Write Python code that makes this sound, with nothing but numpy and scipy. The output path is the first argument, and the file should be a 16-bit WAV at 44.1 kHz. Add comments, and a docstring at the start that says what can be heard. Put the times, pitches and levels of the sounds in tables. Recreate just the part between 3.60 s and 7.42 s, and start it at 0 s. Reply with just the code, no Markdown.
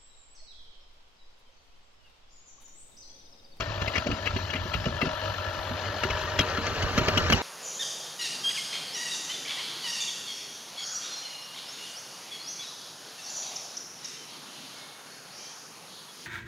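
"""Snowy yard: a four-cylinder diesel truck creeps up from the left until level, pushing snow with a steel blade.
Firings strike engine resonances and gate clatter noise; low orders waver over patchy exhaust noise.
Blade and mount thud and clank: ragged bursts of contacts ring steel modes. Snow is crunching coloured noise.
Two microphone ports hear the treble from the left, less so as the truck draws level.
Faint noise in the top treble is kept in some patches and dropped in others."""
import sys
import numpy as np
from scipy import signal
from scipy.fft import rfft, irfft, next_fast_len
from scipy.io import wavfile
from scipy.ndimage import uniform_filter1d, map_coordinates

SR = 44100
rng = np.random.default_rng(int(sys.argv[2]) if len(sys.argv) > 2 else 0)


def gain_from_db(level_db):
    """Convert decibel levels to linear amplitude factors (20 dB per decade)."""
    decades = np.asarray(level_db, float) / 20
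    return 10 ** decades


def generate_wav(sig):
    """Save sig (samples, or channels by samples) to the path in sys.argv[1] as 16-bit PCM at SR."""
    pcm = np.round(np.clip(np.atleast_2d(sig).T, -1, 1) * 32767).astype(np.int16)
    wavfile.write(sys.argv[1], SR, pcm)


N = 168462
SECONDS = np.arange(N) / SR


def unit(x):
    """Scale to rms 1."""
    return x / np.sqrt(np.mean(x ** 2) + 1e-20)


def along(points, hz):
    """Interpolate (Hz, value) points on a log frequency axis."""
    f, v = np.transpose(points)
    return np.interp(np.log(hz + 1), np.log(f + 1), v)


def wobble(knots_per_s):
    """Smooth random curve through normal knots."""
    knots = rng.standard_normal(int(N * knots_per_s / SR) + 4)
    return map_coordinates(knots, [np.arange(N) * knots_per_s / SR])


def filtered(x, response):
    """Multiply the spectrum of x by a complex response of frequency."""
    m = next_fast_len(N + SR // 2)
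    return irfft(rfft(x, m) * response(np.fft.rfftfreq(m, 1 / SR)), m)[..., :N]


def resonances(peaks):
    """Causal response of a bank of resonances of alternating sign."""
    def response(f):
        total = 0
        for k, (centre, width, db) in enumerate(peaks):
            total = total + (-1) ** k * gain_from_db(db) * 1j * f * width / (centre ** 2 - f ** 2 + 1j * f * width)
        return total
    return response


def patches(shape, bins, frames):
    """Random time-frequency field, smoothed into patches."""
    field = uniform_filter1d(rng.standard_normal(shape), size=bins, axis=0)
    return unit(uniform_filter1d(field, size=frames, axis=1))


def rush(spectrum, patchy_db, gate=1):
    """Gated coloured noise of rms 1 with patches of random gain."""
    z = signal.stft(gate * rng.standard_normal(N), nperseg=512)[2]
    gain = gain_from_db(patchy_db * patches(z.shape, bins=5, frames=8))
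    x = signal.istft(z * gain, nperseg=512)[1][:N]
    return unit(filtered(x, lambda hz: gain_from_db(along(spectrum, hz))))


# Truck's work. Each row: time in seconds, knock base level in dB, exhaust base level in dB,
# snow base level in dB (before SNOW_DB).
WORK = [(0.0, -38.5, -34, -38.5), (0.36, -37, -38, -39), (1.2, -37, -39.5, -40),
        (1.41, -35.5, -38.5, -40.5), (1.82, -36, -39, -40.5), (2.37, -34, -38, -37.5),
        (2.88, -34, -37.5, -35), (3.02, -34.5, -36.5, -34), (3.47, -34, -33.5, -31),
        (3.56, -35.5, -33, -31.5), (3.82, -34.5, -31.5, -29.5)]


def work_levels():
    """Knock, exhaust and snow levels, sample by sample."""
    s, *columns = np.transpose(WORK)
    return [np.interp(SECONDS, s, column) for column in columns]


# Approach. Each row: time in seconds, share of the way from far left to level (0 to 1).
APPROACH = [(0, 0.04), (1.6, 0.1), (2.9, 0.64), (3.82, 0.99)]


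def nearness(seconds):
    """Share of the way the truck has come."""
    return np.interp(seconds, *np.transpose(APPROACH))


# Top treble colour. Each row: frequency in Hz, relative level in dB.
TOP_COLOUR = [(7000, -46), (8000, -0.5), (11000, 2), (13500, 4.5), (15600, -4), (15750, -120)]
# How readily the top treble is kept, in time. Each row: time in seconds, offset in spreads of the chance field.
KEPT_IN_TIME = [(0, -.9), (1, -.5), (1.8, .1), (3.82, 0)]
# How readily it is kept, by frequency. Each row: frequency in Hz, offset in spreads of the chance field.
KEPT_BY_HZ = [(8500, -.7), (11500, .2), (13600, .5), (15500, -1)]
TOP_START_DB, TOP_GROWS_DB_PER_S = -63.5, 1  # before the flares
FLARE_RMS, FLARE_S = .65, .006  # scale after the square root; time constant


def top_treble():
    """Faint top treble, partly shared by the ports, kept in some patches, dropped in others; louder with the clanks."""
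    at = [round(row[0] * SR) for row in MOUNT_CLANKS]
    bursts = np.bincount(at, gain_from_db([2 * row[1] for row in MOUNT_CLANKS]), N)
    smoothed = unit(filtered(bursts, lambda f: 1 / (1 + 2j * np.pi * f * FLARE_S) ** 2))
    flare = FLARE_RMS * np.sqrt(np.abs(smoothed))
    hz, t, z = signal.stft(rng.standard_normal((3, N)), SR, nperseg=1024)
    chance = patches(z.shape[1:], bins=9, frames=6) + along(KEPT_BY_HZ, hz)[:, None]
    chance = chance + np.interp(t, *np.transpose(KEPT_IN_TIME)) + np.interp(t, SECONDS, flare)
    kept = chance > 0
    shared, left, right = signal.istft(z * kept, nperseg=1024)[1][:, :N]
    pair = np.array([shared + 2.9 * left, np.roll(shared, shift=2) + 3.0 * right])
    noise = unit(filtered(pair, lambda hz: gain_from_db(along(TOP_COLOUR, hz))))
    return gain_from_db(TOP_START_DB + TOP_GROWS_DB_PER_S * SECONDS) * (1 + flare ** 2) * noise


# Snow colour. 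Each row: frequency in Hz, relative level in dB.
SNOW_COLOUR = [(880, -1.5), (1500, -11), (1710, -3.5), (2150, -8), (2980, -6), (3550, -14), (4330, -8),
               (4760, -11.5), (6660, -18), (8600, -23.5), (11200, -83), (16000, -120)]
SNOW_DB = -2.5


def snow():
    """Snow rolls and crunches off the blade: coloured noise under a fast and a slow random gain."""
    crunch = gain_from_db(0.68 * wobble(300) + 1.2 * wobble(24.88))
    return gain_from_db(work_levels()[2] + SNOW_DB) * rush(SNOW_COLOUR, patchy_db=2.0, gate=crunch)


def struck(events, modes, rasp, edge, gain_db, rasp_db, grit_db, favour_db):
    """Each event is a ragged rattle of contacts: it rasps and rings the modes, most those near its pitch."""
    favour_oct, detune = 0.25, .012
    out, t = np.zeros(N + SR), np.arange(SR // 4) / SR
    hz = np.fft.rfftfreq(len(t), 1 / SR)
    f, mode_db, t60 = np.transpose(modes)[..., None]

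    def peaked(y):
        return y / np.sqrt(uniform_filter1d(y ** 2, size=300).max())

    def tinted(y, points):
        return peaked(irfft(rfft(y) * gain_from_db(along(points, hz)), len(t)))

    def clumps(size):
        return np.repeat(rng.standard_normal(len(t) // size + 1), size)[:len(t)]

    for s, db, pitch_hz, rattle_s, edge_db in events:
        u = t / max(rattle_s, .001)
        ragged = gain_from_db(grit_db * (clumps(size=40) + clumps(size=130)))
        contacts = u ** 3 * np.exp(-2 * u) * ragged * rng.standard_normal(len(t))
        mode_hz = f * (1 + detune * rng.standard_normal(f.shape))
        decays = gain_from_db(-60 * t / t60) * np.sin(2 * np.pi * mode_hz * t)
        rung = signal.fftconvolve(contacts[None], decays, axes=1)[:, :len(t)]
        rung = rung / np.abs(rung).max(axis=1, keepdims=True)
        near_db = favour_db * np.exp(-(np.log2((f + 1) / pitch_hz) / favour_oct) ** 2)
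        ring = (gain_from_db(mode_db + near_db + 2 * rng.standard_normal(f.shape)) * rung).sum(axis=0)
        y = peaked(ring) + gain_from_db(rasp_db) * tinted(contacts, rasp)
        y = y + gain_from_db(edge_db) * tinted(np.roll(contacts, 60), edge)
        start = max(round((s - rattle_s / 2) * SR), 0)
        out[start:][:len(t)] += gain_from_db(db + gain_db) * y
    return out[:N]


# Blade on the ground. Each row: time in seconds, level in dB (before gain_db), favoured pitch in Hz,
# rattle time scale in seconds, deep edge in dB over the ring.
BLADE_THUDS = [(0.02, -34, 134, 0.0046, -17), (0.213, -29.5, 148, 0.0097, 5),
               (0.377, -22.5, 233, 0.0028, -1), (0.458, -22, 620, 0.011, -20),
               (0.487, -19.5, 300, 0.0084, -21), (0.516, -22.5, 240, 0.0086, -4),
               (0.545, -38, 165, 0.011, -7), (0.653, -34.5, 291, 0.0071, -1),
               (0.757, -24.5, 413, 0.0059, -10), (0.941, -24, 260, 0.007, -13),
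               (1.054, -26, 256, 0.0051, -50), (1.148, -28, 166, 0.0059, 9),
               (1.259, -16.5, 219, 0.009, -11), (1.424, -18, 308, 0.0065, -26),
               (1.453, -20, 240, 0.00774, -10), (2.111, -25.5, 290, 0.0075, -19),
               (2.444, -23, 380, 0.0065, -10), (2.792, -15.5, 244, 0.0063, -32),
               (2.978, -20.5, 255, 0.0068, -8), (3.065, -28.5, 570, 0.0073, -25),
               (3.231, -24.5, 131, 0.0081, -0.5), (3.378, -14, 230, 0.0067, -8.5),
               (3.409, -18, 138, 0.0073, -8), (3.479, -20, 221, 0.0056, -17),
               (3.569, -18, 210, 0.0062, -27), (3.698, -14.5, 236, 0.0057, -15),
               (3.73, -17.5, 252, 0.0076, -6)]
# Blade modes. Each row: nominal frequency in Hz, nominal level in dB, t60 in seconds.
BLADE_MODES = [(62, -14, 0.098), (132, -23, 0.29), (162, 1.5, 0.18), (195.3, -6.5, 0.19),
               (233.1, -3.5, 0.12), (260, -5.5, 0.16), (291, -1, 0.12), (380, 3, 0.11), (492, -1, 0.13),
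               (630, 3, 0.051)]
# Blade's dull rasp. Each row: frequency in Hz, relative level in dB.
DULL_RASP = [(40, -42), (100, -30.5), (250, -3), (600, -10.5), (1000, -18), (3000, -71)]
# Deep edge of a thud. Each row: frequency in Hz, relative level in dB.
DEEP_EDGE = [(30, -27), (55, 11), (110, 8), (160, -46), (400, -66)]


def thuds():
    """The blade thuds on the ground: contacts ring its low modes."""
    return struck(BLADE_THUDS, BLADE_MODES, DULL_RASP, DEEP_EDGE,
                  gain_db=-7, rasp_db=-6, grit_db=2.5, favour_db=13)


# Mount and pins. Each row: time in seconds, level in dB (before gain_db), favoured pitch in Hz,
# rattle time scale in seconds, bright edge in dB over the ring.
MOUNT_CLANKS = [(0.0044, -23, 1130, 0.0027, -8.5), (0.2133, -24.5, 1490, 0.0042, -14),
                (0.277, -22.5, 2280, 0.0035, -12), (0.336, -30, 2200, 0.005, -11),
                (0.3549, -19, 2200, 0.0051, -15), (0.377, -21, 2570, 0.003, -9.5),
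                (0.4683, -28.5, 2720, 0.0033, -4.5), (0.513, -23.5, 2830, 0.0025, -18),
                (0.6567, -23.5, 2580, 0.0071, -17), (0.668, -22.5, 2012, 0.0039, -17),
                (0.7627, -23, 1850, 0.0021, -17), (0.9019, -28, 2900, 0.0029, -10),
                (0.9343, -22, 2240, 0.0048, -18), (0.9561, -24, 2180, 0.0042, -15),
                (1.1363, -20, 2870, 0.0048, -13.5), (1.2544, -25.5, 2500, 0.0035, -10),
                (1.4142, -18, 2340, 0.0037, -27), (1.4534, -28, 1350, 0.004, -11),
                (2.434, -18, 1710, 0.003, -13.5), (2.5017, -23, 2900, 0.0033, -10),
                (2.7885, -13.5, 3230, 0.0057, -8), (2.8069, -19, 1100, 0.004, -10),
                (2.971, -25.5, 1340, 0.0067, -12), (3.064, -23, 1650, 0.0037, -7.5),
                (3.221, -25.5, 3400, 0.0051, -3), (3.3772, -15.5, 1300, 0.0047, -8),
                (3.48, -16, 1160, 0.0042, -8), (3.573, -14, 2830, 0.0034, -9),
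                (3.7002, -15, 1880, 0.00266, -10), (3.7231, -11.5, 2920, 0.0034, -7.5)]
# Steel modes. Each row: nominal frequency in Hz, nominal level in dB, t60 in seconds.
STEEL_MODES = [(663, 1.5, 0.016), (1272, -4.5, 0.062), (1387, 0, 0.062), (1758, -2.5, 0.028),
               (2073, -4, 0.057), (2250, -0.5, 0.022), (2450, -3, 0.024), (2718, -2, 0.072),
               (2900, 1.5, 0.042), (3230, 0, 0.042), (3910, -7.5, 0.057), (4367, -7, 0.072)]
# Contacts' own rasp. Each row: frequency in Hz, relative level in dB.
STEEL_RASP = [(500, -9), (1000, -28), (2500, 2.5), (4500, 1.5), (7000, -12.5), (9000, -5.5)]
# Bright edge of a clank. Each row: frequency in Hz, relative level in dB.
BRIGHT_EDGE = [(3500, -52), (4800, 10.5), (6000, 7.5), (7500, 0.5)]


def clanks():
    """Mount and pins clank: contacts ring small steel modes."""
    return struck(MOUNT_CLANKS, STEEL_MODES, STEEL_RASP, BRIGHT_EDGE,
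                  gain_db=-6, rasp_db=-3.5, grit_db=3.0, favour_db=9.5)


def wavering(orders, turns):
    """Sines at multiples of the firing rate, wavering in level and phase."""
    waver_db, waver_rad = 3.3, .45
    total = 0
    for k, db in orders:
        phase = 2 * np.pi * k * turns + waver_rad * np.sqrt(k) * wobble(12)
        total = total + gain_from_db(db + waver_db * wobble(20)) * np.sin(phase)
    return total


# Exhaust noise. Each row: frequency in Hz, relative level in dB.
EXHAUST_NOISE = [(15, -47), (25, -1), (59, -2.5), (92, 4), (109, 0), (119, -18), (151, -4), (168, -59),
                 (300, -18), (390, -46), (660, -120)]
# Exhaust hum. Each row: multiple of the firing rate, mean level in dB over the exhaust base level.
EXHAUST_ORDERS = [(1, -14), (1.75, -9), (2, -3), (7, -19)]


def exhaust(turns):
    """Low firing orders waver over patchy exhaust noise."""
    noise = gain_from_db(0.5) * rush(EXHAUST_NOISE, patchy_db=-4.5)
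    return gain_from_db(work_levels()[1]) * (wavering(EXHAUST_ORDERS, turns) + noise)


# Cylinder blows. One mean level in dB per cylinder, in firing order.
CYLINDER_LEVELS = [0, -1, .5, -1.5]
SETTLED_HZ, EXTRA_HZ, SETTLE_S = 47.74, 2.5, .9
JITTER_PERIODS, SCATTER_DB = .007, 1.2


def firing():
    """Firing count and blow impulses; the revs settle as snow piles up."""
    rate_hz = SETTLED_HZ + EXTRA_HZ * np.exp(-SECONDS / SETTLE_S)
    turns = np.cumsum(rate_hz * (1 + 0.00204 * wobble(3.05))) / SR
    fired = np.flatnonzero(np.diff(np.floor(turns)))
    late, louder = rng.standard_normal((2, len(fired)))
    at = fired + (JITTER_PERIODS * late * SR / rate_hz[fired]).astype(int)
    blows = np.zeros(N)
    blows[np.clip(at, 0, N - 1)] = gain_from_db(np.resize(CYLINDER_LEVELS, len(fired)) + SCATTER_DB * louder)
    return turns, blows


# Engine block and covers. Each row: frequency in Hz, width in Hz, level in dB.
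BLOCK_PEAKS = [(577, 48, 5.5), (615.5, 59, 2), (960, 64, -1), (1345, 40.5, 3), (1703, 29, 0),
               (2931, 97, -7.5), (4140, 200, -12.5)]
# Side panels, heard as the truck draws level. Each row: frequency in Hz, width in Hz, level in dB.
FLANK_PEAKS = [(382, 24, -1.5), (473, 14, 2.5), (1196, 12.6, 1.5), (1520, 37, -4), (1860, 15, -2)]
# Clatter colour. Each row: frequency in Hz, relative level in dB.
CLATTER_COLOUR = [(150, -62), (250, -41), (577, -2.5), (627, -10), (795, -7.5), (1690, -10), (2140, -20),
                  (3160, -12.5), (7000, -34), (9100, -65), (15400, -120)]
# Orders the block sings. Each row: multiple of the firing rate, mean level in dB over the knock base level.
BLOCK_ORDERS = [(12, -16), (13, -7), (20, -12.5), (28, -14), (36, -11)]
KNOCK_DB, RING_DB, FLANK_DB, CLATTER_DB = -10, -6.5, -0.5, -5
GATE_S, GATE_FLOOR = .008, 1.3


def block(turns, blows):
    """Each firing knocks the block and lets out a burst of clatter; high orders sing."""
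    gate = GATE_FLOOR + unit(filtered(blows, lambda f: 1 / (1 + 2j * np.pi * f * GATE_S)))
    body = resonances(BLOCK_PEAKS)
    knock = gain_from_db(KNOCK_DB) * unit(filtered(blows, body))
    ring = gain_from_db(RING_DB) * unit(filtered(gate * rng.standard_normal(N), body))
    panels = unit(filtered(gate * rng.standard_normal(N), resonances(FLANK_PEAKS)))
    panels = gain_from_db(FLANK_DB) * nearness(SECONDS) * panels
    clatter = gain_from_db(CLATTER_DB) * rush(CLATTER_COLOUR, patchy_db=0.0, gate=gate)
    top = filtered(knock + ring + panels + clatter, lambda f: (1j * f / (300 + 1j * f)) ** 2)
    level = gain_from_db(work_levels()[0] + 1.0 * wobble(6.92))
    return level * (top + wavering(BLOCK_ORDERS, turns))


def engine():
    """Block and exhaust driven by the same firings."""
    turns, blows = firing()
    return exhaust(turns) + block(turns, blows)


# Port level, truck far left. 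Each row: frequency in Hz, left over right in dB.
FAR_LEVEL = [(300, -1), (650, 3.5), (1000, 8.5), (2100, 10.5), (3000, 10.5), (4000, 14.5), (6000, 12),
             (8000, -2)]
# Port level, truck level. Each row: frequency in Hz, left over right in dB.
NEAR_LEVEL = [(300, -2), (650, -2.5), (1000, -0.5), (2100, 5.5), (3000, 2), (4000, 6), (5000, 7),
              (6200, 21), (8000, -15)]
# Port phase, truck far left. Each row: frequency in Hz, left lead in rad.
FAR_PHASE = [(100, 0), (350, .35), (800, 1.1), (2100, 1.3), (4000, 1.2), (5000, 0), (6200, -1.5)]
# Port phase, truck level. Each row: frequency in Hz, left lead in rad.
NEAR_PHASE = [(100, 0), (700, -.1), (1500, -1), (2100, -1.9), (4000, -2), (5000, -3), (6200, -1.5)]
# Scattered sound at each port. Each row: frequency in Hz, level in dB (before doubling).
YARD_SCATTER = [(5, -2), (90, -15), (300, -16), (700, -13), (1500, -8), (3000, -7), (6000, -8)]


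def ports(x):
    """Port level and phase slide as the truck draws level; scattered sound has random phase at each port."""
    hz, t, z = signal.stft(x, SR, nperseg=512)
    share = nearness(t)

    def mix(far, near):
        return np.outer(along(far, hz), 1 - share) + np.outer(along(near, hz), share)

    half = gain_from_db(mix(FAR_LEVEL, NEAR_LEVEL) / 2) * np.exp(.5j * mix(FAR_PHASE, NEAR_PHASE))
    random_phase = np.exp(2j * np.pi * rng.random((2, *z.shape)))
    scatter = 2 * gain_from_db(along(YARD_SCATTER, hz))[:, None] * np.abs(z) * random_phase
    norm = 2 / (np.abs(half) + 1 / np.abs(half))
    pair = np.array([(z + scatter[0]) * half, (z + scatter[1]) / half]) * norm
    return signal.istft(pair, SR, nperseg=512)[1][:, :N]


def scene():
    """Engine, snow, clanks and thuds ride on the truck, cut steeply above TRUCK_TOP_HZ; top treble is added."""
    TRUCK_TOP_HZ = 7495
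    truck = engine() + snow() + clanks() + thuds()
    truck = filtered(truck, lambda hz: 1 / (1 + (hz / TRUCK_TOP_HZ) ** 40))
    return ports(truck) + top_treble()


def roll_off(x):
    """The treble ends steeply here."""
    return signal.sosfilt(signal.butter(12, 15710, fs=SR, output="sos"), x)


def record(dry):
    """The microphone loses the deepest bass: two first-order high-passes."""
    MIC_LOW_HZ = 46
    mix = filtered(dry, lambda hz: (1j * hz / (MIC_LOW_HZ + 1j * hz)) ** 2)
    return roll_off(mix)


dry = scene()
out = record(dry)
generate_wav(out)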